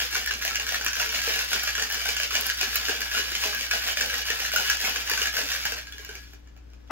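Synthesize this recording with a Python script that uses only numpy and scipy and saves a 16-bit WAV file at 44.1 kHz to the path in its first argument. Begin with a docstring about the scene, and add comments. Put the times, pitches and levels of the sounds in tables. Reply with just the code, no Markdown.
"""A kitchen with a humming fridge, where ice and liquid rattle in a hand-swung steel shaker tin.
Seven or eight strokes a second throw the load at the ends; the ice then settles and the tin meets the counter.
Random contacts and single blows excite decaying sine modes of wall and ends, with filtered noise for cracks.
The fridge is wavering sines over shaped noise. Sparse random echoes and a stereo spread by frequency give width."""
import sys
import numpy as np
from scipy import signal
from scipy.fft import rfft, irfft, next_fast_len
from scipy.io import wavfile

SR = 44100
rng = np.random.default_rng(int(sys.argv[2]) if len(sys.argv) > 2 else 0)


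def generate_wav(sig):
    """Save sig (samples, or channels by samples) to the path in sys.argv[1] as 16-bit PCM at SR."""
    pcm = np.round(np.clip(np.atleast_2d(sig).T, -1, 1) * 32767).astype(np.int16)
    wavfile.write(sys.argv[1], SR, pcm)


N = 304727

# Fridge tones. Each row: frequency in Hz, level in dB before waver and panning.
FRIDGE_TONES = [(59.2, -47.5), (119, -68), (146, -76), (194, -74), (243, -73), (291.5, -67), (388, -76)]
# Colour of the kitchen background. Each row: frequency in Hz, relative density in dB per Hz.
AIR_COLOUR = [(15, -37.5), (30, -27), (45, -6), (69, -9), (150, -22), (286, -16.5), (500, -22),
              (811, -28.5), (1670, -31), (2020, -34.5), (3300, -38), (6200, -44), (8320, -52), (9270, -81),
              (11200, -57.5), (15000, -69)]
AIR_DB = -55.5  # rms before panning
# Likeness of the background in the two channels. Each row: frequency in Hz, correlation from -1 to 1.
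AIR_LIKENESS = [(60, 0.75), (180, 0.068), (550, -0.71), (1650, 0.22), (4970, 0.51), (15000, -0.023)]

# Kitchen echoes. Each row: frequency in Hz, 60 dB decay time in seconds, level in dB against the direct sound.
ECHOES = [(250, .18, -2), (1000, .16, 1), (3000, .14, 2.5), (7000, .12, 2.5), (8200, .1, -9),
          (10500, .1, -7), (16000, .1, -4)]
ECHO_GAP = 320  # samples before the first echo
# Stereo phase and level set by frequency, left against right, for the shaker's direct sound.
# Each row: frequency in Hz, phase in radians, level in dB.
STEREO_SPREAD = [(60, 0, 3), (450, -.7, 2), (800, -1.8, -2.5), (1500, -.55, 0), (2500, -1.6, 0),
                 (5250, -3, 1.5), (6800, -4.5, .1), (8200, -3.14, 0), (10200, -3.14, 0), (11500, -6.28, 0),
                 (16500, -6.28, 0)]
EDGE_HZ = 15800  # top of the recorded band

# The base bumps down. Each row: start in seconds, peak level in dB before panning.
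BUMPS = [(6.896, -43), (6.901, -31), (6.9045, -23.5), (6.9075, -20.5)]
# Counter modes. Each row: frequency in Hz, relative level in dB, 60 dB decay time in seconds.
COUNTER_MODES = [(805, 5, 0.068), (876, -11, 0.046), (1290, 3, 0.086), (1520, -10, 0.03), (2000, -8, 0.031),
                 (300, 1, 0.061), (2580, -8, 0.022), (3560, -19, .01), (5400, -15, 0.016)]

# Wall modes of the filled tin. Each row: frequency in Hz, relative level in dB,
# 60 dB decay time in seconds before damping.
WALL_MODES = [(1080, -9.5, 0.059), (1347, -4, 0.042), (1478, -4.5, 0.058), (1566, 0, 0.034),
              (1668.4, 1, 0.06), (1727, -1, 0.05), (1908, -18.5, 0.08), (2323, -1, 0.067),
              (2427, -6.5, 0.071), (2590, -5.5, 0.07), (2876, 4, 0.04), (3030, -4, 0.017),
              (3286, -8.5, 0.06), (4710, -0.5, 0.034)]
# Low modes of the tin's ends and the air inside. Each row: frequency in Hz, relative level in dB,
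# 60 dB decay time in seconds before damping.
END_MODES = [(239.4, -7, 0.07), (426, -18, 0.077), (461.6, -8, 0.096), (598, -10.5, 0.063),
             (644, -2.5, 0.035), (752, 6.5, 0.021), (880, 3, 0.014)]
# Colour of an ice contact. Each row: frequency in Hz, relative gain in dB.
CONTACT_COLOUR = [(150, -37), (900, -17), (1500, -3.5), (3000, 0), (4000, -3), (5500, 2.5), (7000, -1),
                  (8500, -5.5), (10200, -13), (12000, -13.5), (15500, -16.5)]
# After the shaking the liquid drains off the wall: blows ring longer and the steady wall is louder.
REST_S, REST_RING, REST_DB = 5.83, 1.5, 5.5  # seconds, factor, dB

# Strokes throw the load at one end. Each row: peak time in seconds, rattle drive in dB, thud drive in dB.
STROKE_SWELLS = [(0.015, -26, -42), (0.165, -26.5, -37), (0.319, -35, -45), (0.474, -28.5, -41),
                 (0.564, -43, -49), (0.728, -29, -41), (0.888, -54, -61), (1.013, -27, -38),
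                 (1.157, -28, -42), (1.287, -24.5, -38.5), (1.397, -26, -42.5), (1.541, -25.5, -36),
                 (1.686, -36, -61), (1.821, -39, -40.5), (1.961, -32, -41.5), (2.09, -27.5, -41.5),
                 (2.235, -42, -44), (2.365, -26.5, -39), (2.499, -33, -46), (2.629, -29, -39.5),
                 (2.764, -27, -46), (2.903, -29, -50), (3.028, -34.5, -42), (3.168, -25, -38.5),
                 (3.352, -31.5, -49), (3.452, -24.5, -35), (3.612, -35, -60), (3.751, -28, -39),
                 (3.876, -27.5, -39), (4.021, -28, -37), (4.156, -61, -41.5), (4.31, -34, -39),
                 (4.46, -49, -51), (4.58, -24.5, -34.5), (4.709, -29, -47), (4.849, -25.5, -36),
                 (4.979, -43, -42), (5.113, -36, -40.5), (5.228, -28, -43), (5.383, -26, -36.5),
                 (5.527, -26, -42), (5.662, -29, -44), (5.74, -50, -47)]
# Loose ice between strokes, then settling. Each row: time in seconds, rattle drive in dB, thud drive in dB.
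LOOSE_ICE = [(0, -36, -56), (1, -32, -44.5), (2, -29.5, -54), (3, -32.5, -45), (4, -29, -50),
             (5, -28.5, -45.5), (5.79, -35.5, -54), (5.85, -47, -61), (5.95, -46, -65), (6.15, -43, -53),
             (6.22, -48, -74), (6.34, -52.5, -62.5), (6.4, -64, -76), (6.55, -67, -81), (6.64, -68, -78),
             (6.78, -66.5, -80)]
SWELL_ROUND = 1.88  # 1 = pointed swell, 2 = bell
RISE_S, FALL_S = 0.068, 0.065  # the rattle changes by a factor e in these times
THUD_RISE_S, THUD_FALL_S = 0.036, 0.056  # the same for the thud
# Before a heavy thud the load is in flight and the loose ice hushes.
FLIGHT_S, FLIGHT_WIDTH_S = 0.069, 0.0097
HUSH_FROM_DB, HUSH_PER_DB = -42, 5  # thud drive where hushing begins, dB of hush per dB above it
SHARP_DB, SHARP_LEAD_S = -4.5, 0.0026  # the brightest contacts swell a little before the wall rings

# Single large ice blows. Each row: start in seconds, level in dB, strongest ring in Hz, thud in Hz,
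# thud in dB against the blow, bright tick in dB against the blow, all levels before the layer trims.
ICE_BLOWS = [(0.001, -18, 1710, 800, -14, -16), (0.02, -24, 2680, 360, -18, -15),
             (0.1265, -22, 1680, 368, -19, -18), (0.1523, -16.5, 1440, 1060, -9, -19),
             (0.169, -21.5, 1770, 430, -14, -17), (0.2607, -21, 1800, 860, -35, 1),
             (0.274, -18.5, 1720, 820, -32, -15), (0.3092, -18, 1620, 437, -22.5, -21),
             (0.337, -22, 2800, 856, -34, -19), (0.414, -28, 1710, 713, -30, -19),
             (0.4226, -19.5, 1660, 713, -34, -19), (0.4496, -17.5, 1450, 704, -13, 0),
             (0.4778, -19, 2280, 627, -21, -23), (0.546, -23, 2840, 730, -26, -15),
             (0.5555, -14.5, 2805, 830, -42, -12), (0.5975, -17.5, 2760, 790, -23, -24),
             (0.6659, -21, 1680, 390, -40, -25), (0.6893, -18.5, 1700, 724, -39, -19),
             (0.7213, -19.5, 1840, 740, -11.5, -5), (0.744, -16.5, 1770, 663, -19, -15),
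             (0.8106, -22.5, 1570, 880, -13, -14), (0.846, -26, 1650, 760, -18, 9),
             (0.8627, -15, 2830, 660, -29, -14), (0.8818, -19, 1523, 710, -28, -30),
             (0.9313, -18.5, 1710, 476, -34, -21), (0.9537, -22.5, 1630, 775, -38, -8),
             (0.966, -23.5, 1730, 445, -24, -15), (0.9986, -16.5, 2760, 700, -38, -13),
             (1.016, -20, 1730, 975, -9, -3), (1.091, -21, 2900, 850, -18, -17),
             (1.147, -17.5, 1784, 694, -17, -18), (1.188, -22, 2880, 690, -31, -17),
             (1.2167, -17.5, 1580, 549, -39, -25), (1.2756, -22.5, 2270, 463, -5, -19),
             (1.358, -20, 1610, 750, -12, -17), (1.3902, -18, 1530, 850, -34, -22),
             (1.5165, -22, 1570, 915, -13, -19), (1.5309, -12, 1450, 710, -16.5, -22),
             (1.54, -26, 2310, 670, -15, -17), (1.5944, -20.5, 1644, 720, -32, -17),
             (1.6337, -23.5, 1570, 730, -10, 8), (1.6734, -17.5, 1600, 660, -17, -17),
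             (1.6892, -22.5, 1710, 797, -17, -9), (1.702, -31, 1630, 740, -12, -17),
             (1.7515, -17.5, 1660, 610, -32, -29), (1.779, -20, 1430, 450, -16, -15),
             (1.7958, -20, 1710, 544, -20, -22), (1.8224, -14, 1766, 716, -27, -22),
             (1.8994, -23, 1745, 825, -13, -3), (1.9233, -27, 1640, 806, -13, 9),
             (1.9435, -18, 1820, 710, -25, -8), (2.0555, -19.5, 1570, 720, -11.5, -5),
             (2.0874, -15, 2410, 446, -18.5, -14), (2.166, -17, 1655, 800, -27, -34),
             (2.1996, -16.5, 2990, 610, -17.5, -4), (2.2321, -15, 3030, 760, -31, -27),
             (2.3074, -22, 1310, 436, -32, -21), (2.3267, -25, 1780, 430, -14, -18),
             (2.3523, -13.5, 1770, 654, -15.5, -32), (2.4095, -32.5, 1540, 724, -19, 17.5),
             (2.457, -21.5, 1570, 786, -21, -2), (2.4658, -26.5, 1530, 716, -10, 15),
             (2.4918, -20.5, 1665, 670, -29, -6.5), (2.499, -15, 1620, 444, -35, -17.5),
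             (2.6115, -12.5, 2460, 680, -20, -9), (2.63, -19, 2300, 393, -13, -19),
             (2.7432, -39, 1570, 738, -32, 18), (2.7562, -14, 2630, 448, -34, 5),
             (2.7605, -20, 2330, 700, -30, 3), (2.8524, -21, 1385, 455, -32, -16),
             (2.884, -19, 1660, 443, -14, -13), (2.8945, -16.5, 1596, 440, -7.5, -14),
             (2.927, -25, 1600, 633, -10, -15), (3.0055, -23, 1530, 600, -33, 1),
             (3.016, -19, 1720, 720, -41, -8), (3.1472, -23.5, 1450, 704, -6, -21),
             (3.1752, -18, 1700, 440, -20, -10), (3.193, -28.5, 1650, 497, -6.5, -15),
             (3.318, -21, 1784, 410, -16.5, -15), (3.351, -16, 2990, 700, -34, -20),
             (3.4371, -16.5, 2620, 990, -9.5, -8), (3.5468, -21, 1650, 710, -19, -2),
             (3.6091, -19, 1660, 490, -19, -27), (3.6411, -26, 1680, 501, -37, -22),
             (3.7109, -14.5, 2560, 434, -28, -21), (3.7349, -18, 1630, 720, -11, -17),
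             (3.757, -22.5, 1770, 740, -11, -20), (3.8735, -18.5, 1830, 477, -18, -17),
             (3.9707, -15.5, 2470, 644, -17, -21), (4.0093, -14, 1733, 490, -23, -23),
             (4.1405, -18.5, 1900, 734, -22, -8), (4.181, -25, 2780, 704, -26, -15),
             (4.3018, -15, 1775, 443, -14, -19), (4.4014, -21.5, 1830, 516, -14.5, -1),
             (4.42, -25.5, 1800, 734, -9, -15), (4.45, -19.5, 1750, 458, -34, -24),
             (4.517, -20.5, 1510, 425, -26, -10), (4.537, -26.5, 1370, 654, -1, 7),
             (4.5604, -13, 1400, 586, -19.5, -2), (4.6823, -32, 1670, 824, -19, -11),
             (4.6989, -11.5, 1570, 830, -29, -7), (4.714, -22, 1576, 890, -15, -15),
             (4.769, -20.5, 1620, 610, -33, -19), (4.8474, -16.5, 2300, 710, -31, -23),
             (4.8948, -23, 2700, 730, -13, 1), (4.9591, -17.5, 1540, 750, -24, -27),
             (5.0745, -23, 1760, 431, -24, -15), (5.087, -39, 1726, 510, -23, -15),
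             (5.0968, -14, 1530, 930, -19, -1), (5.1137, -19.5, 1740, 463, -10.5, -3),
             (5.135, -16.5, 2850, 890, -14, -20), (5.1757, -17.5, 1550, 690, -20, -32),
             (5.216, -15.5, 2900, 460, -17, -19), (5.2345, -37, 2870, 700, -19, -20),
             (5.2565, -17, 1740, 802, -29, -28), (5.2692, -19, 1710, 685, -24, -14),
             (5.34, -23, 1610, 462, -23, -20), (5.351, -33, 1580, 590, -29, -15),
             (5.3671, -16, 1500, 600, -22, -2), (5.388, -18.5, 1726, 685, -10.5, -8),
             (5.5014, -27, 1700, 765, -23, -16), (5.5173, -18.5, 1800, 460, -34, -18),
             (5.653, -16, 1604, 900, -15.5, -4), (5.661, -24, 2180, 435, -29, -12),
             (5.72, -20, 1570, 480, -11.5, -8), (5.7793, -29.5, 1830, 634, -13, -5),
             (5.8696, -34, 1620, 732, -24, -26), (5.9225, -31.5, 3370, 413, -30, -10),
             (5.944, -46, 1660, 420, -4, -20), (5.9814, -32.5, 1650, 430, -31, -15),
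             (5.994, -45, 1610, 420, 2.5, -20), (6.0472, -30, 1650, 611, -31, -3),
             (6.0909, -29.5, 1580, 422, -8.5, -21), (6.1524, -30, 2340, 380, -14, -9),
             (6.334, -40.5, 2385, 417, -7, -2), (6.473, -50, 1730, 980, -12, -20),
             (6.564, -50.5, 1334, 750, -3, -13), (6.574, -50, 1660, 760, -10, -6),
             (6.701, -56, 1510, 700, -10, -10), (6.7336, -48, 1270, 444, -7, -20),
             (6.875, -52, 3320, 710, -18, -15)]


def gain_of(db):
    """Turns decibels into an amplitude factor."""
    return 10 ** (np.asarray(db) / 20)


def evened(x):
    """Scales to rms 1."""
    return x / np.sqrt(np.mean(x ** 2) + 1e-20)


def read(points, hz, axis=1):
    """Reads one column of a table, interpolated over log frequency."""
    columns = np.transpose(points)
    return np.interp(np.log(hz + 1), np.log(columns[0] + 1), columns[axis])


def add(mix, s, sound):
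    """Mixes a sound in at a time in seconds, cut at the end of the mix."""
    part = mix[round(s * SR):][:len(sound)]
    part += sound[:len(part)]


def high(x, hz):
    """Removes what lies below a frequency."""
    return signal.sosfilt(signal.butter(4, hz, "high", fs=SR, output="sos"), x)


def coloured(x, points):
    """Shapes the spectrum causally, with a minimum-phase filter of unit energy made from the log gain."""
    hz = abs(np.fft.fftfreq(4096, 1 / SR))
    log_gain = np.log(gain_of(read(points, hz)))
    spectrum = np.exp(np.conj(signal.hilbert(log_gain)))
    taps = np.fft.ifft(spectrum).real[:2048]
    return signal.oaconvolve(x, taps / np.linalg.norm(taps))[:len(x)]


def background_air():
    """Low kitchen noise: shaped random spectra, partly shared between the channels."""
    hz = np.fft.rfftfreq(2048, 1 / SR)
    a, b, c, d = rng.standard_normal((N // 512 + 5, 1025, 4)).T
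    left, other = a + 1j * b, c + 1j * d
    same = np.clip(read(AIR_LIKENESS, hz), -1, 1)[:, None]
    right = same * left + np.sqrt(1 - same ** 2) * other
    spectra = np.array([left, right]) * gain_of(read(AIR_COLOUR, hz))[:, None]
    air = signal.istft(spectra, nperseg=2048, noverlap=1536)[1][:, :N]
    return gain_of(AIR_DB) * evened(air)


def fridge():
    """Steady motor tones whose common level wavers a little, over the kitchen noise, louder on the left."""
    t = np.arange(N) / SR
    waver_hz = np.geomspace(2, 14, 12)
    waver = evened(sum(np.sin(2 * np.pi * (hz * t + rng.random())) for hz in waver_hz))
    tones = np.zeros(N)
    for hz, db in FRIDGE_TONES:
        tones += np.sqrt(2) * gain_of(db) * np.sin(2 * np.pi * (hz * t + rng.random()))
    hum = tones * gain_of(0.74 * waver)  # waver in dB
    return (hum + background_air()) * gain_of([[1.6], [-1.9]])


def echo_tails(count):
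    """Sparse echoes of random sign whose decay and level depend on frequency."""
    length, spacing = SR // 5, 20  # samples
    taps = np.zeros((count, length))
    at = np.arange(ECHO_GAP, length - spacing, spacing)
    at = at + rng.integers(0, spacing, (count, len(at)))
    np.put_along_axis(taps, at, rng.choice([-1., 1.], at.shape), 1)
    hz, t, spectra = signal.stft(taps / np.sqrt(SR / spacing), SR, nperseg=256)
    t60 = read(ECHOES, hz)[:, None]
    db = read(ECHOES, hz, axis=2)[:, None]
    decay = gain_of(db - 60 * t / t60)
    decay = decay / np.sqrt(t60 / (2 * np.log(1000)))  # the decay time leaves the energy alone
    return signal.istft(spectra * decay, SR, nperseg=256)[1]


def kitchen(x, size=6000):
    """Reflections differ in each channel and, as the tin moves, cross-fade to new ones every size samples."""
    starts = np.arange(-size, N, size)
    tails = echo_tails(2 * len(starts))
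    padded = np.pad(x, (size, 2 * size))
    out = np.zeros((2, N + size))
    fade = np.sin(np.pi * np.arange(2 * size) / (2 * size))
    for k, start in enumerate(starts + size):
        stretch = fade * padded[start:start + 2 * size]
        for side in (0, 1):
            add(out[side], start / SR, signal.fftconvolve(stretch, tails[2 * k + side]))
    return out[:, size:]


def spread_direct(x):
    """Spreads direct sound between the channels: half of each phase and level difference goes to either side."""
    size = next_fast_len(N + 4096)
    hz = np.fft.rfftfreq(size, 1 / SR)
    half_gain = gain_of(read(STEREO_SPREAD, hz, axis=2) / 2)
    half = half_gain * np.exp(.5j * read(STEREO_SPREAD, hz))
    return irfft(rfft(x, size) * np.array([half, 1 / half]), size)[:, :N]


def ring(modes, detune, spread_db, damped=1.0, s=0):
    """One blow on a set of modes; the place struck and the moving liquid shift pitches, levels and signs."""
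    hz, db, t60 = np.transpose(modes)[:, :, None]
    rest = REST_RING if s > REST_S else 1
    detune, damped = detune / rest, damped * rest
    t = np.arange(round(2600 * damped)) / SR
    shift, place, side = rng.standard_normal((3, len(modes), 1))
    swing = np.sign(side) * np.sin(2 * np.pi * hz * (1 + detune * shift) * t)
    onset = 1 - np.exp(-t * hz / .9)  # wet ice lands softly: each mode needs about a cycle to build
    level = gain_of(db + spread_db * place - 60 * t / (t60 * damped))
    out = (level * swing * onset).sum(0)
    return out / abs(out).max()


def counter():
    """The base touches down in quick bumps that ring the counter, louder on the left."""
    out = np.zeros(N)
    for s, db in BUMPS:
        add(out, s, gain_of(db) * ring(COUNTER_MODES, detune=0.02, spread_db=2.5))
    return out * gain_of([[3], [-4]])


def strokes(peak_db, loose_db, rise, fall):
    """Level of the swarm: one swell per stroke over the loose ice, added as powers."""
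    t = np.arange(0, N + 64, 64) / SR
    stroke_s, _, thud_db = np.transpose(STROKE_SWELLS)
    late = t - stroke_s[:, None]
    distance = np.where(late < 0, -late / rise, late / fall)
    swell = gain_of(peak_db)[:, None] * np.exp(-distance ** SWELL_ROUND)
    weight_db = np.maximum(thud_db - HUSH_FROM_DB, 0)[:, None]
    flight = np.exp(-((late + FLIGHT_S) / FLIGHT_WIDTH_S) ** 2)
    hush_db = HUSH_PER_DB * (weight_db * flight).sum(0)
    loose = gain_of(np.interp(t, np.transpose(LOOSE_ICE)[0], loose_db) - hush_db)
    level = np.sqrt((swell ** 2).sum(0) + loose ** 2)
    return np.interp(np.arange(N) / SR, t, level)


def contacts(per_s, spread_db):
    """Random small collisions of either sign; a few are large."""
    size_db = spread_db * np.minimum(rng.exponential(1, N), 3.5)
    size = gain_of(size_db) * rng.choice([-1., 1.], N)
    return evened(size * (rng.random(N) < per_s / SR))


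def rattle_of(hits, modes, detune, spread_db, damped=0.65, size=1800):
    """The ice moves on: every stretch of size samples rings another spot of the tin."""
    out = np.zeros(N)
    for k in range(0, N, size):
        spot = ring(modes, detune, spread_db, damped, s=k / SR)
        add(out, k / SR, signal.oaconvolve(hits[k:k + size], spot / np.linalg.norm(spot)))
    return out


def rattle():
    """The swarm of ice: random contacts ring the wall, thud on the ends and crack."""
    _, rattle_db, thud_db = np.transpose(STROKE_SWELLS)
    _, loose_db, loose_thud_db = np.transpose(LOOSE_ICE)
    level = strokes(rattle_db, loose_db, RISE_S, FALL_S)
    thud = strokes(thud_db, loose_thud_db, THUD_RISE_S, THUD_FALL_S)
    samples = np.arange(N)
    early = np.interp(samples + SHARP_LEAD_S * SR, samples, level) / level

    cubes = level * contacts(300, spread_db=8.0)
    chips = level * contacts(600, spread_db=4.5)
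    grains = level * contacts(1800, spread_db=3.0)
    load = thud * contacts(350, spread_db=1.0)
    cubes_db, chips_db, steady_db, ends_db, slush_db = -14, -15.0, -16.5, -5.0, -5.5

    wall = gain_of(cubes_db) * rattle_of(cubes, WALL_MODES, detune=.008, spread_db=4, size=1200)
    wall += gain_of(chips_db) * rattle_of(chips, WALL_MODES, detune=.007, spread_db=3, damped=.95, size=3000)
    # the whole wall keeps its own pitch
    steady = ring(WALL_MODES + [(1680, 7, .11)], detune=0, spread_db=0, damped=1.2)
    steady_gain = gain_of(steady_db + REST_DB * (samples > REST_S * SR))
    wall += steady_gain * signal.oaconvolve(chips, steady / np.linalg.norm(steady))[:N]
    ends = gain_of(ends_db) * rattle_of(load, END_MODES, detune=.07, spread_db=3, damped=.5, size=800)

    slush = coloured(0.24 * cubes + 0.66 * chips + 1.07 * grains, CONTACT_COLOUR)
    sharp = gain_of(SHARP_DB) * early * high(slush, 6130)
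    return wall + ends + gain_of(slush_db) * (slush + sharp)


def blows():
    """Each large blow: a noise crack and bright tick, the wall with one mode ahead, a thud of the ends."""
    body, crack, bright = np.zeros(N), np.zeros(N), np.zeros(N)
    t = np.arange(1500) / SR
    ring_db, ends_db, snap_db, tick_db = -0.5, 0.0, -3.0, -1.0  # layer trims
    crack_t60, tick_t60 = .03, .018  # seconds
    gripped = .45  # hands and liquid shorten the ring of a blow by this factor
    for s, db, hz, thud_hz, thud_db, crack_db in ICE_BLOWS:
        lead = ring(WALL_MODES + [(hz, 7, .07)], detune=.01, spread_db=4, damped=gripped, s=s)
        # the cube skids and taps again, 60 to 219 samples later
        second_gain = rng.uniform(-.7, .7)
        second = np.pad(lead, (rng.integers(60, 220), 0))[:len(lead)]
        lead = lead + second_gain * second
        thud = ring(END_MODES + [(thud_hz, 9, .065)], detune=.03, spread_db=3, damped=gripped, s=s)
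        noise = rng.standard_normal(len(t)) * np.minimum(t / .001, 1)  # 1 ms rise
        burst = noise * gain_of(db - 60 * t / crack_t60)
        tick = noise * gain_of(db + crack_db + tick_db - 60 * t / tick_t60)
        add(body, s, gain_of(db + ring_db) * lead + gain_of(db + thud_db + ends_db) * thud)
        add(crack, s, gain_of(snap_db) * burst)
        add(bright, s, tick)
    return body + coloured(crack, CONTACT_COLOUR) + high(bright, 3300)


def scene():
    """Shaker, counter and fridge in the kitchen."""
    shaker = high(rattle() + blows(), 180.0)  # the shaker sounds nothing below about 180 Hz
    return spread_direct(shaker) + kitchen(shaker) + counter() + fridge()


def record(dry):
    """Limits the band with a steep linear-phase low-pass."""
    taps = signal.firwin(511, EDGE_HZ, window=("kaiser", 9), fs=SR)
    return signal.oaconvolve(dry, taps[None], "same")


dry = scene()
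out = record(dry)
generate_wav(out)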